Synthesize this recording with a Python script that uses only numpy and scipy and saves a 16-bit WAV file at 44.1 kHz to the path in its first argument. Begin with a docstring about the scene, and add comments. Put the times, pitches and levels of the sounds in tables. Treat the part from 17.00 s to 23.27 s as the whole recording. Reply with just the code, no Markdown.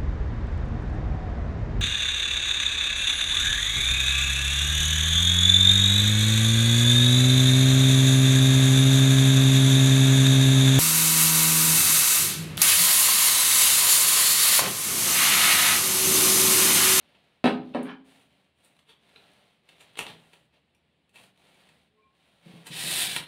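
"""A plastic paint sprayer is set down on a hard floor in a small bare room: the impacts excite the modes
of its hollow housing as it rocks once onto its base, which then skids briefly. Hands pick up its cable
and work the tie loose; stick-slip friction makes a jacket sleeve swish, and stiff plastic releases its
strain in snaps. At the end the hose bumps dully as a paper leaflet is dragged out from under it, hissing
with its speed, and is pressed flat with a last snap."""
import sys
import numpy as np
from scipy import signal
from scipy.fft import rfft, irfft
from scipy.io import wavfile
from scipy.ndimage import uniform_filter1d

SR = 44100
rng = np.random.default_rng(int(sys.argv[2]) if len(sys.argv) > 2 else 0)


def wav_out(sig):
    """Save sig, one row per channel (or a flat mono array), as 16-bit PCM at SR to the path in sys.argv[1]."""
    wavfile.write(sys.argv[1], SR, np.round(np.clip(np.atleast_2d(sig).T, -1, 1) * 32767).astype(np.int16))


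N = 276507


def amp(db):
    """Amplitude ratio of a level in decibels."""
    return 10 ** (np.asarray(db) / 20)


def unit_rms(x):
    """Normalisation to a mean power of 1."""
    return x / np.sqrt(np.mean(x ** 2) + 1e-20)


def curve_at(points, hz):
    """Interpolation of (f, value) points on a logarithmic frequency axis."""
    f, value = np.transpose(points)
    return np.interp(np.log(hz + 1), np.log(f + 1), value)


def add(mix, start_s, sound):
    """Superposition: a sound joins the mix at its start time."""
    part = mix[max(round(start_s * SR), 0):][:len(sound)]
    part += sound[:len(part)]


def coloured(x, spectrum, extra_db=lambda hz: 0, size=4096):
    """Minimum-phase filtering by a spectrum scaled to unit energy, then reshaped by extra_db."""
    hz = np.fft.rfftfreq(size, 1 / SR)
    gain = unit_rms(amp(curve_at(spectrum, hz))) * amp(extra_db(hz))
    cepstrum = irfft(np.log(gain))
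    cepstrum[1:size // 2] *= 2  # folding onto positive time makes the filter causal
    cepstrum[size // 2 + 1:] = 0
    response = irfft(np.exp(rfft(cepstrum)))[:size // 2]
    return signal.oaconvolve(x, response)[:len(x)]


def resonate(x, hz, width_hz):
    """Forced vibration: a resonator of peak gain 1 whose natural frequency follows the curve hz."""
    carrier = np.exp(2j * np.pi * np.cumsum(hz) / SR)
    pole = np.exp(-np.pi * width_hz / SR)
    return 2 * (carrier * signal.lfilter([1 - pole], [1, -pole], x / carrier)).real


def ring(modes, rise_s, corner_hz):
    """Free vibration: damped modes of random phase; a soft blow barely excites those above corner_hz."""
    t = np.arange(SR) / SR
    hz, db, t60 = np.transpose(modes)[:, :, None]
    waves = amp(db - 60 * t / t60) * np.sin(2 * np.pi * (hz * t + rng.random(hz.shape)))
    onset = 1 - np.exp(-(t / rise_s) ** 2)
    return (waves / (1 + (hz / corner_hz) ** 2)).sum(0) * onset


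def friction(slips_per_s, spread_db, hiss, flutter_db):
    """Stick-slip friction: tiny impulses of uneven size over a smooth hiss, fluctuating in level."""
    sizes = rng.choice([-1, 1], N) * amp(spread_db * np.minimum(rng.exponential(1, N), 3))
    slips = sizes * (rng.random(N) < slips_per_s / SR)
    flutter = unit_rms(signal.oaconvolve(rng.standard_normal(N), np.hanning(SR // 50), "same"))
    force = unit_rms(slips) + hiss * rng.standard_normal(N)
    return unit_rms(force * amp(flutter_db * flutter))


def crackle(decay_s, grain_db, first_tick):
    """Impulsive excitation of unit energy: a first tick, then an exponentially dying spray."""
    t = np.arange(SR // 6) / SR
    ticks = rng.standard_normal(len(t)) * amp(grain_db * rng.standard_normal(len(t)))
    ticks *= np.exp(-t / decay_s)
    ticks[0] = first_tick
    return ticks / np.linalg.norm(ticks)


# Reverberation time of the room: f/Hz, T60/s
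ROOM_T60 = [(100, 1), (260, 0.4), (700, 0.39), (1840, 0.3), (4000, 0.3), (9000, 0.2), (14000, 0.26)]

def room(x, wet_db, echoes_per_s=6000, gap_s=0.002):
    """Reverberation: dense reflections follow the direct sound; absorption leaves the bass longest."""
    echoes = rng.standard_normal(SR) * (rng.random(SR) < echoes_per_s / SR)
    echoes *= np.arange(SR) > gap_s * SR
    hz, t, bands = signal.stft(echoes, SR, nperseg=256)
    decay = amp(-60 * t / curve_at(ROOM_T60, hz)[:, None])
    tail = signal.istft(bands * decay, SR)[1]
    return x + amp(wet_db) * signal.oaconvolve(x, tail / np.linalg.norm(tail))[:N]


# Spectrum of the room's air: f/Hz, relative level/dB
AIR_SPECTRUM = [(25, -24.5), (50, -13), (74, 6), (100, -6), (150, 6.5), (300, -3), (700, -6.5), (1300, -14),
                (2700, -9), (4000, -13.5), (6000, -33), (9200, -26.5), (12000, -40.5), (15500, -36)]
# Faint tones: t/s, duration/s, f/Hz, level/dB
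FAINT_TONES = [(4.89, 0.18, 428, -69), (4.96, 0.08, 1080, -67), (5.02, 0.087, 1075, -65),
               (5.01, 0.05, 2380, -68)]

def background(air_db=-71.5, waver=0.0035):
    """Ambient noise: quiet air, and brief tones that swell and fade with slight frequency modulation."""
    tones = np.zeros(N)
    for start, duration, hz, db in FAINT_TONES:
        drift = unit_rms(uniform_filter1d(rng.standard_normal(SR), size=800))[:int(duration * SR)]
        phase = 2 * np.pi * np.cumsum(hz * (1 + waver * drift)) / SR
        add(tones, start, amp(db) * np.hanning(len(drift)) * np.sin(phase))
    return amp(air_db) * coloured(rng.standard_normal(N), AIR_SPECTRUM) + room(tones, wet_db=-3)


# Arm movements: t/s, duration/s, level/dB, fizz offset/dB
ARM_STROKES = [(-0.15, 0.66, -67.5, -16), (0.618, 0.22, -64.5, -16.5), (1.039, .24, -61.5, -8),
               (1.243, .29, -70.5, -12.5), (1.547, 0.32, -69, -9.5), (1.98, 0.65, -63, -13),
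               (2.62, 0.57, -64, -13.5), (3.118, 0.38, -66, -8.5), (3.521, 0.082, -67.5, -17),
               (4.131, .18, -59.5, -6.5), (4.335, 0.57, -63.5, -10.5), (5.12, 0.56, -68.5, -11.5),
               (5.416, 0.4, -59.5, -12)]
# Spectra of rubbing cloth, body and fizz: f/Hz, relative level/dB
CLOTH_BODY = [(30, -25), (70, -9), (160, 5), (300, -1), (700, 2), (1200, -5), (2500, -0.5), (3900, -2),
              (5200, -16), (6500, -21.5), (9000, -35)]
CLOTH_FIZZ = [(4000, -30.5), (6500, -8.5), (8000, -1.5), (9200, 3), (11000, -9.5), (15500, -14.5)]

def sleeve(fizz_db=-1, peak_share=0.29, speed_exponent=0.8):
    """Friction noise of cloth and cable: amplitude is a power of speed, which arches once a stroke."""
    slips = friction(slips_per_s=900, spread_db=4.5, hiss=1.4, flutter_db=0.47)
    t, body, fizz = np.arange(N) / SR, np.zeros(N), np.zeros(N)
    for start, duration, db, offset_db in ARM_STROKES:
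        speed = np.sin(np.pi / 2 * np.interp((t - start) / duration, [0, peak_share, 1], [0, 1, 0]))
        envelope = amp(db) * speed ** speed_exponent
        body += envelope
        fizz += envelope * amp(offset_db + fizz_db)
    return room(coloured(slips * body, CLOTH_BODY) + coloured(slips * fizz, CLOTH_FIZZ), wet_db=-5.5)


# Hose and cable meet the floor: t/s, relative level/dB
HOSE_BUMPS = [(3.07, -52), (5.458, -48.5), (5.536, -49.5), (5.701, -46), (5.839, -43), (6.069, -50),
              (6.159, -47.5)]
# Modes of the hose: nominal f/Hz, relative level/dB, T60/s
HOSE_MODES = [(131.2, -2.5, 0.37), (161.7, 2.5, 0.73), (182.8, 0.5, 0.47), (226, -6, 0.45),
              (308.5, -4.5, 0.38), (417, -10.5, 0.91), (506, -8.5, 0.32)]

def hose(bump_db=-1, detune=0.0845):
    """Soft impacts excite low modes; each lands on another part of the coil, which shifts the pitch."""
    bumps = np.zeros(N)
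    for start, db in HOSE_BUMPS:
        shift = 1 + detune * rng.uniform(-1.17, 1)
        modes = [(hz * shift, mode_db, t60) for hz, mode_db, t60 in HOSE_MODES]
        add(bumps, start, amp(db + bump_db) * ring(modes, rise_s=0.0021, corner_hz=1310))
    return bumps


# Spectrum of the skidding base: f/Hz, relative level/dB
SKID_SPECTRUM = [(350, -30), (600, -6.5), (1020, 5.5), (1170, 0), (1450, 4), (2080, -4), (2350, 0.5),
                 (2640, -10), (3040, -1), (4450, -18.5), (7000, -36), (9100, -54), (15400, -120)]

def skid(start_s=0.838, duration_s=0.11, level_db=-45.5):
    """Stick-slip motion: as the hand lets go, the base judders over the floor in one arch of speed."""
    speed = np.sin(np.pi * np.clip((np.arange(N) / SR - start_s) / duration_s, 0, 1))
    slips = friction(slips_per_s=700, spread_db=2, hiss=0.8, flutter_db=1)
    return room(coloured(slips * speed * amp(level_db), SKID_SPECTRUM), wet_db=-3.5)


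def leaflet_speed(start_s=5.705, pull_s=0.32, brake_s=0.061, glide_s=0.055, stop_s=0.072, glide=0.27):
    """Piecewise uniform acceleration: pull, brake, glide and stop, as a share of top speed."""
    times = start_s + np.cumsum([0, pull_s, brake_s, glide_s, stop_s])
    return np.interp(np.arange(N) / SR, times, [0, 1, glide, glide, 0])


# Spectra of sliding paper, hiss and fizz: f/Hz, relative level/dB
PAPER_HISS = [(30, -41), (100, -14.5), (300, -14), (520, -16.5), (750, -11), (1200, -18), (1900, -8.5),
              (2700, -4.5), (3600, -2.5), (4500, -9.5), (5600, -16.5), (7000, -22), (10000, -49)]
PAPER_FIZZ = [(4500, -40), (6500, -12), (8000, -1), (9100, 4), (10800, -4.5), (13000, -7.5), (15500, -12)]
# Resonances of the sheet: initial f/Hz, bandwidth per filter stage/Hz, relative level/dB
SHEET_MODES = [(1910, 124, 5), (2620, 280, 4), (3670, 1100, 9)]

def leaflet(hiss_db=-31.5, fizz_db=-30.5, sheet_db=-38.5, sag=0.12):
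    """Roughness noise: paper on grit brightens with speed; its resonances sink as more is drawn free."""
    speed = leaflet_speed()
    slips = friction(slips_per_s=1900, spread_db=2.0, hiss=0.9, flutter_db=0.73)
    hiss = coloured(slips * amp(hiss_db) * speed ** 0.51, PAPER_HISS)
    fizz = coloured(slips * amp(fizz_db) * speed ** 0.87, PAPER_FIZZ)
    drawn_share = np.cumsum(speed) / speed.sum()
    tuning = 1 - sag * drawn_share ** 2
    modes = [amp(db) * resonate(resonate(slips, hz * tuning, width), hz * tuning, width)
             for hz, width, db in SHEET_MODES]
    exponents = 0.34 * 1.66 ** np.arange(len(modes))  # low resonances speak first
    sheet = sum(mode * speed ** power for mode, power in zip(modes, exponents)) / np.std(sum(modes))
    return room(hiss + fizz + sheet * amp(sheet_db), wet_db=-6.5)


def faint_ticks(from_s=1.5, to_s=4.75, per_s=4, low_hz=2500, high_hz=9500):
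    """Random impulses: fingers on the cable make small snaps, given as rows like SNAP_EVENTS."""
    span = to_s - from_s
    loudest_db, range_db, treble_db, decay_s = -53.5, 2, 5.5, 0.003
    return [(from_s + when * span, loudest_db - range_db * softness, treble_db, decay_s,
             low_hz * (high_hz / low_hz) ** pitch)
            for when, softness, pitch in rng.random((int(span * per_s), 3))]


def creep(decay_s, rise_share=0.66, relative_db=-5):
    """Microslip: the grip creeps before a snap, in noise that grows exponentially."""
    time_left = np.arange(SR // 20)[::-1] / SR
    envelope = np.exp(-time_left / (rise_share * decay_s)) * np.sqrt(2 / (decay_s * SR))
    return amp(relative_db) * rng.standard_normal(len(time_left)) * envelope


# Snaps of cable, tie, plug and paper: t/s, relative level/dB, treble shelf/dB, decay time/s, ring f/Hz
SNAP_EVENTS = [(0.151, -43, -12.5, 0.008, 755), (0.741, -33, -19.5, 0.0049, 1500),
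               (0.831, -53, 24, 0.0047, 9660), (1.648, -48, 13, 0.016, 8960), (1.792, -48, 1, 0.002, 3740),
               (1.893, -37, -1, 0.026, 3380), (2.161, -36.5, -11, 0.0048, 3830),
               (2.691, -38.5, 2.5, 0.0038, 2700), (2.808, -34.5, 2.5, 0.016, 6960),
               (2.956, -38, -6, .002, 3300), (2.974, -27, 0, 0.005, 3940), (2.989, -25.5, 11, 0.0082, 9430),
               (2.9913, -14, -2, 0.00017, 2760), (3.008, -25.5, -7, 0.0053, 1660),
               (3.0672, -23, -6, 0.0004, 840), (3.082, -26, -2.5, 0.029, 661),
               (3.334, -37.5, 0, 0.0079, 830), (4.158, -37, 4, 0.012, 2598), (4.233, -46, 5, 0.018, 13500),
               (4.691, -40.5, -3.5, .002, 2610), (5.669, -26, 8.5, 0.013, 1945),
               (6.164, -13.5, 6, 0.0038, 2950)]
# Spectrum common to all snaps: f/Hz, relative level/dB
SNAP_SPECTRUM = [(40, -21.5), (170, -0.5), (700, 0), (1500, -2), (2800, 3.5), (4000, 0.5), (5200, -15.5),
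                 (7000, -14.5), (9200, -8.5), (11500, -18), (15500, -24)]

def snaps(snap_db=8.5, shelf_hz=5500, ring_db=7, ring_width_share=0.051):
    """Sudden release of strain: plastic and paper crackle, with one clear resonance and many weak ones."""
    out = np.zeros(N)
    for start, db, treble_db, decay_s, ring_hz in list(SNAP_EVENTS) + faint_ticks():
        def own_colour_db(hz):
            shelf = treble_db * (1 - 1 / (1 + (hz / shelf_hz) ** 6))
            ripple = unit_rms(uniform_filter1d(rng.standard_normal(len(hz)), size=20))
            weak_rings = 2 * ripple * hz / (hz + 2500)
            clear_ring = ring_db / (1 + ((hz / ring_hz - 1) / ring_width_share) ** 2)
            return shelf + weak_rings + clear_ring
        release = crackle(decay_s, grain_db=2.5, first_tick=8)
        lead_in = creep(decay_s)
        snap = coloured(np.append(lead_in, release), SNAP_SPECTRUM, own_colour_db)
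        add(out, start - len(lead_in) / SR, amp(db + snap_db) * snap)
    return room(out, wet_db=0)


# Housing meets floor: t/s, relative level/dB, clack corner f/Hz, base panel f/Hz, boom offset/dB
FLOOR_IMPACTS = [(0.4416, -14, 4864, 253.4, -5.5), (0.4575, -15.5, 5980, 264, -36),
                 (0.7478, -21.5, 1700, 266.2, -4.5), (0.803, -34.5, 1480, 278.4, -4.5)]
# Modes of the hollow housing in the room: f/Hz, relative level/dB, nominal T60/s
HOUSING_MODES = [(74, -38.5, 1.3), (157.2, -15, 0.62), (182.3, -16, 0.43), (245.1, 2.5, 0.41),
                 (321, -7.5, .58), (387, -10.5, .42), (415.6, -5.5, 0.63), (482, -6.5, 0.2),
                 (507.4, -7, .3), (560, -3, 0.17), (646, -5.5, 0.24), (688, -4.5, 0.11), (774, -4, 0.34),
                 (775, -11.5, 0.78), (863, -11, 0.25), (1070, -13.5, 0.29)]
# Spectrum of its dense, quickly damped wall modes: f/Hz, relative level/dB
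WALL_SPECTRUM = [(30, -23.5), (90, -18), (220, 10), (400, 5.5), (680, 5.5), (1000, 1), (2000, -2.5),
                 (3900, -7.5), (5200, -20), (6800, -30), (9000, -18.5), (12000, -35), (15500, -32.5)]

def housing(clack_db=19, panel_db=-3, panel_t60=0.73, damping_hz=1100):
    """Impact excitation: the plastic walls clack and the body booms, its high modes dying sooner."""
    clacks, booms = np.zeros(N), np.zeros(N)
    damped_modes = [(hz, db, t60 / (1 + (hz / damping_hz) ** 2)) for hz, db, t60 in HOUSING_MODES]
    for start, db, corner_hz, panel_hz, boom_db in FLOOR_IMPACTS:
        contact = crackle(decay_s=0.015, grain_db=0.5, first_tick=11.1)
        clack = coloured(contact, WALL_SPECTRUM, lambda hz: -10 * np.log10(1 + (hz / corner_hz) ** 2))
        add(clacks, start, amp(db + clack_db) * clack)
        panel_mode = (panel_hz, panel_db, panel_t60)  # the base rings higher once it stands
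        boom = ring(damped_modes + [panel_mode], rise_s=0.0028, corner_hz=0.58 * corner_hz)
        add(booms, start, amp(db + boom_db) * boom)
    return room(clacks, wet_db=2) + booms


def scene():
    """Superposition of all sources at one microphone near the floor."""
    return (background() + housing() + skid() + sleeve() + snaps() + leaflet() + hose())[None]


def record(dry):
    """Band limiting: a linear-phase low-pass filter removes the highest treble."""
    lowpass = signal.firwin(511, cutoff=15750, window=("kaiser", 9), fs=SR)
    return signal.oaconvolve(dry, lowpass[None], "same")


dry = scene()
out = record(dry)
wav_out(out)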